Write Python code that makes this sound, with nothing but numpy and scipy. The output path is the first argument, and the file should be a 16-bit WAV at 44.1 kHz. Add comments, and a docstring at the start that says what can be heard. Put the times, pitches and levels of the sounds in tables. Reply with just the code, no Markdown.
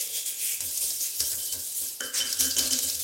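"""Toilet brush in a ceramic bowl

A brush scrubs a bowl in a small tiled bathroom, first down in the drain, then round the walls.
Each stroke is a hiss of countless bristle slips; dragged tufts rasp, bent tufts snap free as short pitched bursts.
The brush head bumps the hollow bowl: boom, hollow tone, dull knock.
From about midway the loose steel handle knocks and rings as decaying sines; later its joint clacks and rattles."""
import sys
import numpy as np
from scipy import signal
from scipy.fft import rfft, irfft, next_fast_len
from scipy.io import wavfile
from scipy.ndimage import uniform_filter1d

SR = 44100
rng = np.random.default_rng(int(sys.argv[2]) if len(sys.argv) > 2 else 0)


def file_out(sig):
    """Save sig as 16-bit WAV at sys.argv[1]."""
    # one column per channel
    cols = np.atleast_2d(sig).T
    # limit, then scale
    lim = np.clip(cols, -1, 1)
    pcm = np.round(lim * 32767).astype(np.int16)
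    wavfile.write(sys.argv[1], SR, pcm)


N = 133623
T = np.arange(N) / SR
IN_DRAIN_S = 0.65  # the brush leaves the drain here

# spectrum of the bristle hiss: hz, level_db (per Hz)
BRISTLE_SPECTRUM = [(100, -31.5), (300, -16), (550, -16.5), (950, -31), (1500, -24.5), (2300, -13.5),
                    (3300, -6), (4300, -3), (5300, 0.5), (6600, 2.5), (9000, 3.5), (12000, 2), (16000, -4)]


def from_db(db):
    """Decibels to gain."""
    return 10 ** (np.asarray(db) / 20)


def rms_one(x):
    """Scale to unit rms."""
    return x / np.sqrt(np.mean(x ** 2) + 1e-20)


def low_pass(x, hz):
    """Dull the treble above hz."""
    return signal.sosfilt(signal.butter(2, min(hz, SR / 2 - 1), fs=SR, output="sos"), x)


def colour(x, points):
    """Filter by a (hz, gain_db) curve, interpolated over log frequency."""
    hz, db = np.transpose(points)
    size = next_fast_len(N + 8192)
    f = np.maximum(np.fft.rfftfreq(size, 1 / SR), 1)
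    gain = from_db(np.interp(np.log(f), np.log(hz), db))
    return irfft(rfft(x, size) * gain, size)[:N]


def resonate(x, hz, width_hz):
    """A resonance applied twice for steep skirts; rms 1."""
    r = np.exp(-np.pi * width_hz * np.pi / 2 / SR)  # pi / 2 offsets the narrowing by the second pass
    b = [1 - r, 0, r - 1]
    a = [1, -2 * r * np.cos(2 * np.pi * hz / SR), r * r]
    once = signal.lfilter(b, a, x)
    return rms_one(signal.lfilter(b, a, once))


def shaken(hz, width_hz):
    """A resonance kept going by random contacts, its level evened out."""
    x = resonate(rng.standard_normal(N), hz, width_hz)
    power = uniform_filter1d(x * x, int(SR / max(width_hz, 5)))
    return x / np.sqrt(np.abs(power) + .02)


def wavering(hz, width_hz):
    """A single mode whose phase wanders as the brush keeps nudging it; rms 1."""
    wander = np.cumsum(rng.standard_normal(N)) * np.sqrt(2 * np.pi * width_hz / SR)
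    return np.sqrt(2) * np.sin(2 * np.pi * hz * T + low_pass(wander, 2 * width_hz))


def drift(hz):
    """Random movement slower than hz; rms 1."""
    noise = rng.standard_normal(N + SR // 2)
    return rms_one(low_pass(noise, hz)[SR // 2:])  # drop the filter's settling


def swell(peak_s, rise_s, fall_s):
    """A rounded rise to a peak, then a more pointed fall."""
    fall_shape = 1.38
    rise = ((peak_s - T) / rise_s) ** 2
    fall = (np.abs(T - peak_s) / fall_s) ** fall_shape
    return np.exp(-np.where(T < peak_s, rise, fall))


def struck(start_s, decay_s):
    """A sudden start and an exponential decay."""
    return (T >= start_s) * np.exp(-np.clip((T - start_s) / decay_s, 0, 40))


def echoes(x, t60_s):
    """Dense reflections that die away; unit energy."""
    t = T[:SR // 2]
    tail = rng.standard_normal(len(t)) * from_db(-60 * t / t60_s) * (t > .001)
    return signal.fftconvolve(x, tail / np.linalg.norm(tail))[:N]


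def still_room():
    """Steady coloured noise of the room, as mid and side."""
    # hz, level_db (per Hz)
    mid_spectrum = [(25, -64), (80, 0), (160, -8), (400, -3.5), (1000, -8.5), (4000, -12.5), (16000, -39)]
    # left minus right: hz, level_db (per Hz)
    side_spectrum = [(40, -32), (150, -2), (500, 9), (1100, 1), (1700, -11), (2500, -41)]
    mid_db, side_db = -61.5, -69.5
    mid = from_db(mid_db) * rms_one(colour(rng.standard_normal(N), mid_spectrum))
    side = from_db(side_db) * rms_one(colour(rng.standard_normal(N), side_spectrum))
    return mid, side


def slips():
    """Tiny clicks of uneven size as single bristles slip, coming in clumps."""
    slips_per_s, size_spread_db = 26000, 2.27
    chatter_db, chatter_hz = .5, 70
    sizes_db = size_spread_db * np.minimum(rng.exponential(1, N), 5)
    sizes = from_db(sizes_db) * rng.choice([-1, 1], N)
    happens = rng.random(N) < slips_per_s / SR
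    return sizes * happens * from_db(chatter_db * drift(chatter_hz))


def flicks():
    """Gain of the hiss: each small tuft that lets go lifts it at once, then it sinks back."""
    flicks_per_s, lift, decay_s = 56, 0.35, 0.0037
    kicks = (rng.random(N) < flicks_per_s / SR) * np.minimum(rng.exponential(1, N), 2)
    lifts = signal.lfilter([1], [1, -np.exp(-1 / (decay_s * SR))], kicks)
    return rms_one(1 + lift * lifts)


def shifting(x, count=18):
    """Each narrow range of pitch swells and sinks on its own as other tufts take the load."""
    patchy_db, patch_hz = 2.03, 15
    size = next_fast_len(N)
    spectrum, f = rfft(x, size), np.fft.rfftfreq(size, 1 / SR)
    centres_hz = np.geomspace(1200, 15000, count)
    out = 0
    for share in np.eye(count):  # overlapping triangular bands
        band = irfft(spectrum * np.interp(f, centres_hz, share), size)[:N]
        out = out + band * from_db(patchy_db * drift(patch_hz))
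    return out


def bristles():
    """Strokes drive the hiss, each with its own brightness; the drain resonates while the brush is in it."""
    # strokes: peak_s, rise_s, fall_s, level_db, brightness_db (treble against the rest)
    strokes = [(.01, 0.041, 0.037, -29.5, 2), (.175, 0.046, 0.04, -28, 2.5),
               (0.281, 0.028, 0.051, -29.5, 5), (.45, 0.063, 0.076, -28, 4), (.515, 0.045, 0.063, -29.5, 1),
               (0.608, 0.0025, 0.26, -32, 2), (.78, 0.066, 0.028, -32.5, -1), (.82, .012, 0.13, -26.5, 1.5),
               (1.016, 0.017, 0.11, -28.5, 1), (1.16, 0.028, 0.12, -35, 2),
               (1.205, 0.015, 0.1, -27.5, -2.5), (1.3, 0.048, 0.18, -32.5, 6.5),
               (1.43, 0.045, 0.2, -33, -1), (1.527, .006, 0.026, -29.5, 4), (1.6, .01, 0.017, -39, 9),
               (1.665, 0.052, 0.059, -36, 7), (1.785, 0.033, 0.087, -33, 7.5),
               (2.05, 0.044, 0.062, -35, -4.5), (2.179, 0.034, 0.049, -26, -9),
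               (2.3, 0.061, 0.091, -32.5, -12), (2.413, 0.021, 0.071, -22, -3),
               (2.515, 0.028, 0.033, -32, -8), (2.59, 0.017, 0.078, -25.5, -9),
               (2.67, 0.045, 0.022, -29, -11), (2.728, 0.012, 0.13, -28.5, -11.5),
               (2.835, 0.01, 0.018, -25, 2), (2.894, 0.038, 0.066, -29, -4.5),
               (2.951, 0.0094, 0.0086, -29, -5), (3.0, 0.0068, 0.041, -28.5, -1)]
    # light rubbing between strokes: time_s, level_db
    contact = [(0, -34.5), (.55, -42), (.95, -35), (1.5, -44), (1.85, -32), (2.0, -43.5), (2.12, -62),
               (2.3, -37), (3.03, -35)]
    # drain resonances, changing as the brush sinks: pitch_hz, width_hz, level_db, strongest_s
    drain_modes = [(513, 130, -25.5, 0.023), (1610, 83, -33, 0.4), (2480, 620, -13.5, 0.5),
                   (2550, 870, -17, .01), (3335, 240, -12.5, 0.25)]
    bright_pivot_hz, drain_span_s = 7700, 0.33

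    dull = bright = from_db(np.interp(T, *np.transpose(contact))) ** 2  # powers
    for peak_s, rise_s, fall_s, db, bright_db in strokes:
        power = (from_db(db) * swell(peak_s, rise_s, fall_s)) ** 2
        dull = dull + power / from_db(bright_db)
        bright = bright + power * from_db(bright_db)

    hiss = rms_one(shifting(colour(slips() * flicks(), BRISTLE_SPECTRUM)))
    low = signal.sosfiltfilt(signal.butter(2, bright_pivot_hz, fs=SR, output="sos"), hiss)
    drain = 0
    for hz, width_hz, db, strongest_s in drain_modes:
        span = swell(strongest_s, drain_span_s, drain_span_s)
        drain = drain + from_db(db) * span * resonate(slips(), hz, width_hz)
    return np.sqrt(dull) * (low + drain * (T < IN_DRAIN_S)) + np.sqrt(bright) * (hiss - low)


def rasps():
    """Tufts drag on the glaze, slipping in a narrow range of pitch, fading as they straighten."""
    # start_s, length_s, pitch_hz, width_hz, level_db
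    drags = [(0.133, 0.4, 6930, 350, -44), (1.017, 0.045, 6530, 695, -31.5),
             (1.21, 0.076, 5340, 700, -37.5), (1.38, 0.23, 4700, 250, -57), (1.482, 0.072, 4500, 120, -45),
             (1.027, 0.074, 2270, 1220, -49.5), (1.19, 0.07, 1510, 1300, -53),
             (1.323, 0.027, 1720, 900, -49), (2.133, 0.032, 7300, 2500, -29), (2.13, 0.16, 1740, 1250, -42),
             (2.161, 0.072, 5750, 300, -31), (2.265, 0.039, 4850, 400, -38), (2.38, 0.11, 5750, 510, -31.5),
             (2.499, 0.044, 4660, 450, -32.5), (2.58, .06, 5200, 700, -31), (2.651, 0.037, 4330, 120, -35),
             (2.57, 0.19, 1090, 600, -51.5)]
    edge_s = 0.012
    out = 0
    for start_s, length_s, hz, width_hz, db in drags:
        drag = np.clip((T - start_s) / edge_s, 0, 1) * np.exp(-((T - start_s) / length_s) ** 2)
        out = out + from_db(db) * drag * resonate(rng.standard_normal(N), hz, width_hz)
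    return out


def snaps():
    """A bent tuft lets go: a few milliseconds of packed clicks around one pitch, with a broad crack."""
    # start_s, level_db, pitch_hz, decay_s, crack_db (relative)
    releases = [(0.606, -23, 8700, 0.0032, -3.5), (.778, -28, 6300, 0.0058, -4),
                (0.9046, -27, 5500, 0.009, -15), (1.008, -28, 6350, 0.0084, -15),
                (1.203, -26, 5100, 0.002, 4), (1.2054, -19, 5730, 0.0043, -4),
                (1.3163, -31, 9500, 0.0075, 6.5), (1.5248, -31.5, 6020, .007, 4),
                (2.0068, -18, 6240, .0018, -7), (2.3273, -22.5, 5360, 0.0056, -1),
                (2.4075, -15, 5880, 0.0022, 0), (2.51, -23.5, 5040, 0.0034, -4),
                (2.566, -23.5, 6800, 0.013, -20), (2.585, -27, 8900, 0.0085, 5),
                (2.592, -13.5, 5130, 0.0037, -13), (2.708, -23, 6400, 0.015, -15),
                (2.726, -27.5, 8800, 0.0046, 3), (2.733, -13, 5050, .0015, -10),
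                (2.7893, -23.5, 6500, .003, 3.5), (2.899, -22, 5100, 0.0027, -9)]
    width_hz = 1440
    clicks = rng.choice([-1., 1.], N)
    crack = rms_one(colour(rng.choice([-1., 1.], N), BRISTLE_SPECTRUM))
    out = 0
    for start_s, db, hz, decay_s, crack_db in releases:
        burst = resonate(clicks, hz, width_hz) + from_db(crack_db) * crack
        out = out + from_db(db) * struck(start_s, decay_s) * burst
    return out


def bowl():
    """Each bump of the brush head wakes a deep boom, the hollow tone of the bowl and a dull knock."""
    # start_s, length_s, boom_db, hollow_db, knock_db
    bumps = [(0.613, 0.1, -52.5, -57, -51), (0.816, .1, -57.5, -62, -53.5), (1.202, 0.062, -48.5, -58, -45),
             (1.31, 0.15, -57.5, -63, -50), (1.532, 0.087, -51, -54.5, -50),
             (1.813, 0.067, -62, -59.5, -53), (2.036, 0.033, -61, -53.5, -46), (2.19, 0.15, -59, -53, -49),
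             (2.394, 0.13, -48, -41, -49.5), (2.565, .13, -48, -42, -42), (2.712, 0.072, -57, -37.5, -52),
             (2.84, 0.054, -50, -46, -50.5), (2.923, 0.11, -52.5, -81, -81)]
    # broad part of the knock: hz, level_db (per Hz)
    knock_spectrum = [(40, -36), (70, 6), (120, 4), (190, -8.5), (320, -1.5), (400, 8), (500, 4.5),
                      (620, -1.5), (800, -5.5), (1200, -3), (1650, -4.5), (2400, -44.5), (5000, -14)]
    # hollow resonances in the knock: pitch_hz, width_hz, level_db
    knock_peaks = [(350.4, 33, -14.5), (501.5, 30, -11), (592.5, 108, -8.5), (906, 130, -18.5),
                   (1606, 136, -10)]
    knock_rise_s, knock_broad_db = 0.0061, -3.5
    hollow_share = 0.4  # rise and fall of the hollow tone, as a share of the bump length

    boom = wavering(83.5, width_hz=12.8)
    hollow = shaken(258.2, width_hz=14.2)
    clicks = slips()
    knock = from_db(knock_broad_db) * rms_one(colour(clicks, knock_spectrum))
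    for hz, width_hz, db in knock_peaks:
        knock = knock + from_db(db) * resonate(clicks, hz, width_hz)

    out = 0
    for start_s, length_s, boom_db, hollow_db, knock_db in bumps:
        half_s, hollow_s = length_s / 2, length_s * hollow_share
        out = out + swell(start_s + knock_rise_s, knock_rise_s, length_s) * from_db(knock_db) * knock
        out = out + swell(start_s + half_s, half_s, half_s) * from_db(boom_db) * boom
        out = out + swell(start_s + half_s, hollow_s, hollow_s) * from_db(hollow_db) * hollow
    return out


def handle():
    """The steel tube is knocked and rings in decaying modes until the grip stops it."""
    # start_s, level_db, free_s (ringing time before the grip damps it)
    knocks = [(1.386, -44, 0.076), (1.485, -39.5, 0.047), (2.0047, -35, 0.11), (2.204, -24.5, 0.026),
              (2.245, -36.5, 0.07), (2.381, -39, 0.058), (2.428, -35.5, 0.086), (2.567, -28, 0.054),
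              (2.71, -31.5, 0.032), (2.777, -43, 0.019), (2.83, -38.5, 0.039)]
    # main mode: pitch_hz, level_db, t60_s
    main_mode = (3074, 0, .65)
    # weaker modes: pitch_hz, level_db, t60_s
    weak_modes = [(2970, -12, 0.89), (2970, -22, 0.36), (4500, -16.5, 0.36), (5370, -13, 0.17),
                  (7600, -16, 0.2)]
    grip_stop_s, buzz_depth, buzz_hz = .004, .2, 70
    out = np.zeros(N)
    for start_s, db, free_s in knocks:
        start = int(start_s * SR)
        t = T[:min(SR // 4, N - start)]
        grip = np.exp(-np.maximum(t - free_s, 0) / grip_stop_s)
        for hz, mode_db, t60_s in [main_mode] + weak_modes:
            level_db = db + mode_db + rng.normal(0, 1)  # no two knocks alike
            ring = from_db(level_db - 60 * t / t60_s) * np.sin(2 * np.pi * hz * t)
            out[start:start + len(t)] += grip * ring
    return out * (1 + buzz_depth * drift(buzz_hz))


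def joint():
    """The loose joint of the handle clacks, rings and rattles on, with a lower clunk from the brush head."""
    # start_s, level_db, decay_s, clunk_db (relative)
    clacks = [(2.0062, -30, 0.08, -2.5), (2.139, -45, 0.076, -29), (2.204, -39.5, 0.23, -25),
              (2.405, -42, 0.063, -5.5), (2.442, -37, 0.039, 2), (2.584, -46, 0.24, 9),
              (2.723, -63, 0.13, 16)]
    # rattle: pitch_hz, width_hz, level_db
    rattle_modes = [(1450, 330, -11.5), (1574, 57, -10), (1658, 80, -14)]
    # clunk: pitch_hz, width_hz, level_db
    clunk_modes = [(259, 23, -16), (507.5, 45, -12.5)]
    # ring after every clack: pitch_hz, level_db, t60_s
    ring_modes = [(413, -11.5, 0.51), (499, -7.5, 0.52), (541, -11.5, 0.9), (1424, -20, .2), (1510, -6, .2),
                  (1584, -7.5, .2), (1708, -2.5, .2)]
    ring_db = -5.5

    rattle = sum(from_db(db) * shaken(hz, width_hz) for hz, width_hz, db in rattle_modes)
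    clunk = sum(from_db(db) * shaken(hz, width_hz) for hz, width_hz, db in clunk_modes)
    t = T[:SR // 4]
    ring = 0
    for k, (hz, db, t60_s) in enumerate(ring_modes):
        mode = from_db(ring_db + db - 60 * t / t60_s) * np.sin(2 * np.pi * hz * t)
        ring = ring + mode * (-1) ** k  # alternate polarity

    out, hits = 0, np.zeros(N)
    for start_s, db, decay_s, clunk_db in clacks:
        out = out + from_db(db) * struck(start_s, decay_s) * (rattle + from_db(clunk_db) * clunk)
        hits[int(start_s * SR)] = from_db(db)
    return out + signal.fftconvolve(hits, ring)[:N]


def scene():
    """Brush sounds echo in bowl and tiled room; nearly mono, with more side treble once out of the drain."""
    # side level of the treble hiss: hz, side_minus_mid_db
    treble_side = [(7000, -62), (9000, -37), (10500, -14), (12500, -9), (16000, -4.5)]
    # side level of the echoes: hz, gain_db
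    echo_side = [(60, -40), (150, -49), (300, -31), (600, -21.5), (1500, -36), (2200, -62), (3000, -47.5),
                 (4500, -72)]
    bowl_t60_s, bowl_echo_db, bowl_top_hz = 0.066, -10.5, 7560
    room_t60_s, room_db, room_top_hz = 0.35, -9.5, 5400
    side_t60_s, drain_side_db = 0.6, -6

    brush = bristles() + snaps() + rasps()
    bowl_echo = from_db(bowl_echo_db) * low_pass(echoes(brush, bowl_t60_s), bowl_top_hz)
    near = brush + bowl_echo + handle() + joint() + bowl()
    room_echo = from_db(room_db) * low_pass(echoes(near, room_t60_s), room_top_hz)
    floor_mid, floor_side = still_room()
    mid = near + room_echo + floor_mid

    # the side takes independent draws of hiss and snaps
    hiss_side = colour(bristles() + snaps(), treble_side) * from_db(drain_side_db * (T < IN_DRAIN_S))
    side = hiss_side + colour(echoes(near, side_t60_s), echo_side) + floor_side
    return np.array([mid + side, mid - side])


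def record(dry):
    """The microphone drops the deepest bass; the top is cut steeply."""
    low_cut_hz, top_cut_hz = 19, 16200
    thinned = signal.sosfilt(signal.butter(2, low_cut_hz, "high", fs=SR, output="sos"), dry)
    return signal.sosfilt(signal.ellip(12, .1, 80, top_cut_hz, fs=SR, output="sos"), thinned)


dry = scene()
out = record(dry)
file_out(out)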